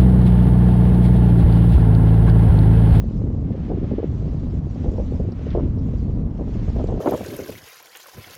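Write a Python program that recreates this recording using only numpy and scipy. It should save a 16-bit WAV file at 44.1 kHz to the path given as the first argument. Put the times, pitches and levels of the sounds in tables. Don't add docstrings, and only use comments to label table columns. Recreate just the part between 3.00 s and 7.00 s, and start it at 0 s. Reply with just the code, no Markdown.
import sys
import numpy as np
from scipy import signal
from scipy.fft import rfft, irfft
from scipy.io import wavfile
from scipy.ndimage import uniform_filter1d

SR = 44100
rng = np.random.default_rng(int(sys.argv[2]) if len(sys.argv) > 2 else 0)


def master_out(mix):
    frames = np.transpose(np.atleast_2d(mix))
    ceiling = np.clip(frames, -1, 1)
    pcm = np.round(ceiling * 32767).astype(np.int16)
    wavfile.write(sys.argv[1], SR, pcm)


N = 176400


def amp(db):
    return 10 ** (np.asarray(db) / 20)


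def unit(x):
    return x / np.sqrt(np.mean(x ** 2) + 1e-20)


def fader(points):
    return amp(np.interp(np.arange(N) / SR, *np.transpose(points)))


def colour(x, points, shift=1):
    f, db = np.transpose(points)
    hz = np.maximum(np.fft.rfftfreq(len(x), 1 / SR) / shift, 1)
    curve = amp(np.interp(np.log(hz), np.log(f), db))
    skirts = np.minimum(hz / f[0], 1) ** 2 * np.minimum(f[-1] / hz, 1) ** 6
    return irfft(rfft(x) * curve * skirts, len(x))


def lowpass(x, hz, order):
    f = np.fft.rfftfreq(len(x), 1 / SR)
    return irfft(rfft(x) / (1 + (f / hz) ** (2 * order)), len(x))


def wander(rate_hz, size):
    return unit(lowpass(rng.standard_normal(size), rate_hz, order=2))


def steadied(x, seconds):
    power = lowpass(x ** 2, 1 / (2 * seconds), order=1)
    return x / np.sqrt(np.abs(power) + 1e-12)


def impulses(levels_db, per_s):
    return amp(levels_db) * rng.choice([-1, 1], N) * (rng.random(N) < per_s / SR)


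def patchy(x, depth_db=3, patch_hz=600, patch_s=0.03):
    spectra = signal.stft(x, nperseg=512)[2]
    bins = len(spectra)
    flicker = rng.standard_normal(spectra.shape)
    flicker = uniform_filter1d(flicker, round(patch_hz * 2 * bins / SR), axis=0)
    flicker = uniform_filter1d(flicker, round(patch_s * SR / bins), axis=1)
    return unit(signal.istft(spectra * amp(depth_db * unit(flicker)))[1][:N])


def gust_envelope(t, length, attack_s=0.0056, release_s=0.0034):
    ramps = np.clip(t / attack_s, 0, 1) * np.clip((length - t) / release_s, 0, 1)
    return np.sin(np.pi / 2 * ramps) ** 2


def add(mix, start_s, sound):
    part = mix[max(round(start_s * SR), 0):][:len(sound)]
    part += sound[:len(part)]


# t/s, level/dB
RUMBLE_RIDE = [(0.0, -23.5), (0.03, -27.5), (0.08, -21.5), (0.12, -33.5), (0.14, -23), (0.5, -24),
               (0.52, -19), (0.54, -33.5), (0.6, -26), (0.96, -26), (1.0, -31), (1.05, -30.5),
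               (1.07, -23.5), (1.51, -25), (1.56, -22.5), (1.74, -28.5), (1.88, -25), (1.95, -28.5),
               (2.28, -25), (2.32, -32.5), (2.49, -26), (2.58, -23.5), (2.63, -23.5), (3.27, -23.5),
               (3.35, -30.5), (3.39, -28.5), (3.69, -24), (4.0, -28.5)]
# f/Hz, level/dB
RUMBLE_EQ = [(18, -17.5), (28, -5.5), (43, 1), (70, -1), (110, -4), (170, -7.5), (260, -11), (340, -22),
             (420, -26), (540, -32.5), (700, -40), (1000, -54.5)]
# t/s, level/dB
SUB_RIDE = [(0.0, 0), (0.7, -5.5), (1.3, -3.5), (1.65, -4.5), (1.9, 5.5), (2.28, 1), (2.6, -1), (3.3, -1),
            (3.9, 2)]


def rumble(flutter_db=1.5, flurry_lift_db=1.5, trim_db=3):
    air = colour(rng.standard_normal(N), RUMBLE_EQ)
    lows = lowpass(air, hz=310, order=3)
    flutter = unit(amp(flutter_db * wander(rate_hz=42, size=N)))
    air = steadied(lows + (air - lows) * flutter, seconds=0.085)
    air += (fader(SUB_RIDE) - 1) * lowpass(air, hz=61.5, order=2)
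    in_flurry = np.zeros(N)
    for start, length, _, _ in FLURRY_CUES:
        add(in_flurry, start, gust_envelope(np.arange(0, length, 1 / SR), length))
    lift_db = flurry_lift_db * lowpass(in_flurry, hz=30, order=2)
    return amp(trim_db + lift_db) * fader(RUMBLE_RIDE) * air


# f/Hz, level/dB
SHIP_EQ = [(150, 5.5), (500, -1.5), (800, -5.5), (1150, -10), (1500, -19.5), (2500, -30)]


def ship(level_db=-46.5):
    return amp(level_db) * unit(colour(rng.standard_normal(N), SHIP_EQ))


# t/s, level/dB
RUSH_RIDE = [(0.03, -65), (0.34, -66), (0.37, -68), (0.66, -56), (0.73, -61), (0.85, -56), (1.05, -57.5),
             (1.09, -62.5), (1.59, -62.5), (1.61, -68.5), (1.85, -56), (1.86, -61), (2.29, -62.5),
             (2.54, -50.5), (2.56, -57), (2.79, -66.5), (2.9, -62), (3.31, -70), (3.52, -58), (3.69, -55.5),
             (3.71, -59), (3.82, -58.5), (3.97, -58.5)]
# f/Hz, level/dB
RUSH_EQ = [(400, -6.5), (800, -4), (1300, -1.5), (2000, -2.5), (2900, -6.5), (4000, -12.5), (6000, -21.5),
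           (8000, -45)]


def rush(ripple_db=1.0, trim_db=1.5):
    ripple = amp(ripple_db * wander(rate_hz=39, size=N))
    air = unit(colour(rng.standard_normal(N), RUSH_EQ))
    return amp(trim_db) * fader(RUSH_RIDE) * ripple * air


# t/s, level/dB
SNOW_RIDE = [(0.03, -73), (0.28, -76), (0.54, -79), (0.65, -76), (1.04, -77.5), (1.1, -72.5), (1.59, -73.5),
             (1.61, -78), (1.74, -70.5), (2.19, -71), (2.34, -78), (2.43, -73), (2.59, -76.5), (3.04, -73),
             (3.26, -83), (3.51, -70), (3.87, -67.5), (3.97, -71.5)]
# f/Hz, level/dB
SNOW_EQ = [(1500, -9.5), (3000, 0.5), (4200, -.5), (5600, -2), (6800, -3), (7600, -8), (8100, -14),
           (8600, -23), (11000, -26.5), (15000, -29.5)]


def snow(spread_db=5, grains_db=-9, trim_db=8):
    grains = impulses(spread_db * np.minimum(rng.exponential(1, N), 4), per_s=300)
    patter = rng.standard_normal(N) + amp(grains_db) * unit(grains)
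    return amp(trim_db) * fader(SNOW_RIDE) * patchy(colour(patter, SNOW_EQ))


# f/Hz, level/dB
EDDY_EQ = [(90, -15.5), (200, 2.5), (280, 3), (450, -3), (600, -8.5), (700, -14), (850, -20.5),
           (1000, -29.5), (1400, -38.5), (2200, -59)]


def puffs(level_db=-41, spread_db=2.5):
    pops = impulses(spread_db * rng.uniform(-2.1, 1, N), per_s=22)
    return amp(level_db) * unit(colour(pops, EDDY_EQ))


# f/Hz, level/dB
SPATTER_EQ = [(4000, 0.5), (7000, 0), (9000, -1), (12000, -8.5), (15000, -20)]


def spatter(clicks_db=-85.5, spread_db=4, mic_hiss_db=-88):
    flecks = impulses(spread_db * rng.uniform(-0.83, 1, N), per_s=40)
    clicks = unit(colour(flecks, SPATTER_EQ))
    mic_hiss = patchy(colour(rng.standard_normal(N), SPATTER_EQ))
    return amp(clicks_db) * clicks + amp(mic_hiss_db) * mic_hiss


# t/s, length/s, level/dB, EQ shift/octaves
FLURRY_CUES = [(0.236, 0.038, -26.5, -0.13), (0.498, 0.017, -31.5, 0.083), (0.535, 0.022, -25.5, -0.083),
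               (0.691, 0.034, -18.5, 0.066), (0.722, 0.044, -23.5, -0.23), (0.767, 0.024, -20, -0.36),
               (.807, 0.052, -23.5, -0.27), (0.906, 0.034, -23, -0.035), (0.981, 0.024, -30.5, 0.59),
               (1.027, 0.015, -19, -0.0052), (1.258, 0.016, -19.5, -1.01), (1.532, 0.038, -20, -0.77),
               (1.841, 0.062, -28, 0.23), (1.925, 0.049, -36, 0.3), (1.975, 0.068, -29, 0.17),
               (2.132, 0.053, -35, 0.23), (2.192, 0.037, -27.5, -0.3), (2.258, 0.01, -31, 0.05),
               (2.283, 0.017, -32, 0.11), (2.465, 0.016, -28, -0.3), (2.546, 0.03, -20.5, 0.24),
               (2.58, 0.02, -19.5, 0.55), (2.597, 0.017, -23, 0.05), (2.627, 0.062, -24, -0.48),
               (3.385, 0.066, -31, 0.38), (3.677, 0.031, -28.5, 0.24), (3.756, 0.044, -29, 0.35),
               (3.791, 0.039, -27, 0.57), (3.883, 0.057, -26.5, 0.34), (3.937, 0.076, -28.5, 0.25)]


def flurries(tear_db=3.5, sag_db=-6.5, trim_db=0.5):
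    out, size = np.zeros(N), 2 ** 13
    t = np.arange(size) / SR
    for start, length, db, octaves in FLURRY_CUES:
        air = colour(rng.standard_normal(size), EDDY_EQ, shift=2 ** octaves)
        tear = amp(tear_db * wander(rate_hz=134, size=size))
        burst = steadied(air * tear, seconds=0.054)
        envelope = gust_envelope(t, length) * amp(sag_db * np.minimum(t / length, 1))
        add(out, start, amp(db + trim_db) * envelope * burst)
    return out


# t/s, peak level/dB, f/Hz, width/octaves
TICK_CUES = [(.513, -64, 7650, 0.48), (1.915, -54.5, 6800, 0.15), (2.319, -46, 4750, 0.26),
             (2.433, -62, 7200, .18), (2.504, -40, 3700, .33), (3.84, -51, 7100, 0.16),
             (3.871, -47, 4800, .35), (3.906, -55, 7100, .16)]


def ticks(attack_s=0.0012, decay_s=0.0047):
    out, size = np.zeros(N), 2 ** 10
    t = np.arange(size) / SR
    hz = np.fft.rfftfreq(size, 1 / SR) + 1
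    envelope = np.minimum(t / attack_s, 1) * np.exp(-np.maximum(t - attack_s, 0) / decay_s)
    for start, db, centre_hz, octaves in TICK_CUES:
        band = np.exp(-0.5 * (np.log2(hz / centre_hz) / octaves) ** 2)
        tick = envelope * irfft(rfft(rng.standard_normal(size)) * band)
        add(out, start, amp(db) * tick / np.abs(tick).max())
    return out


# centre t/s, level/dB, f/Hz
SLAP_CUES = [(0.7032, -27, 374), (0.7758, -15, 280), (0.9226, -14.5, 227), (0.9394, -12, 300),
             (0.985, -8.5, 336), (1.044, -8.5, 338), (1.5384, -21, 280), (2.0015, -20, 553),
             (2.1232, -15.5, 380), (2.14, -22.5, 279), (2.2014, -14.5, 423), (2.288, -25, 300),
             (2.5757, -5, 397), (2.639, -15, 280), (3.7645, -21, 440), (3.8433, -9.5, 380),
             (3.9229, -17, 470), (3.9415, -19, 400)]


def slaps(width_cycles=0.33, trim_db=-1.5):
    out, t = np.zeros(N), np.arange(-0.015, 0.015, 1 / SR)
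    for centre, db, hz in SLAP_CUES:
        swing = np.cos(2 * np.pi * (hz * t + rng.random())) / np.cosh(hz * t / width_cycles)
        add(out, centre + t[0], amp(db + trim_db) * swing)
    return out


# t/s, length/s, level/dB, f/Hz
HOOT_CUES = [(0.986, 0.021, -24, 464), (1.853, 0.033, -30, 492), (1.925, 0.023, -29, 466),
             (1.978, 0.03, -30, 587), (2.199, 0.012, -28.5, 483), (2.548, 0.016, -22, 501)]


def hoots(waver=0.1, trim_db=-4.5):
    out = np.zeros(N)
    for start, length, db, hz in HOOT_CUES:
        t = np.arange(0, length, 1 / SR)
        pitch = hz * (1 + waver * wander(rate_hz=120, size=8192)[:len(t)])
        tone = np.sin(2 * np.pi * (np.cumsum(pitch) / SR + rng.random()))
        add(out, start, amp(db + trim_db) * unit(gust_envelope(t, length) * tone))
    return out


def scene():
    wind = rumble() + flurries()
    backdrop = ship() + rush() + snow()
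    detail = ticks() + puffs() + slaps() + hoots() + spatter()
    return (wind + backdrop + detail)[None]


def record(dry, threshold_db=-10, ratio=11, release_db_per_s=152.5, cutoff_hz=15700):
    t = np.arange(N) / SR
    peak_db = 20 * np.log10(np.abs(dry[0]) + 1e-9)
    fall_db = t * release_db_per_s
    envelope_db = np.maximum.accumulate(peak_db + fall_db) - fall_db
    over_db = np.maximum(envelope_db - threshold_db, 0)
    smooth_db = uniform_filter1d(uniform_filter1d(over_db, size=160), size=160)
    limited = dry / amp((1 - 1 / ratio) * smooth_db)
    fades = np.minimum(np.minimum(t, t[::-1]) / 0.002, 1)
    high_cut = signal.firwin(255, cutoff_hz, window=("kaiser", 8), fs=SR)
    return signal.oaconvolve(limited * fades, high_cut[None], "same")


dry = scene()
out = record(dry)
master_out(out)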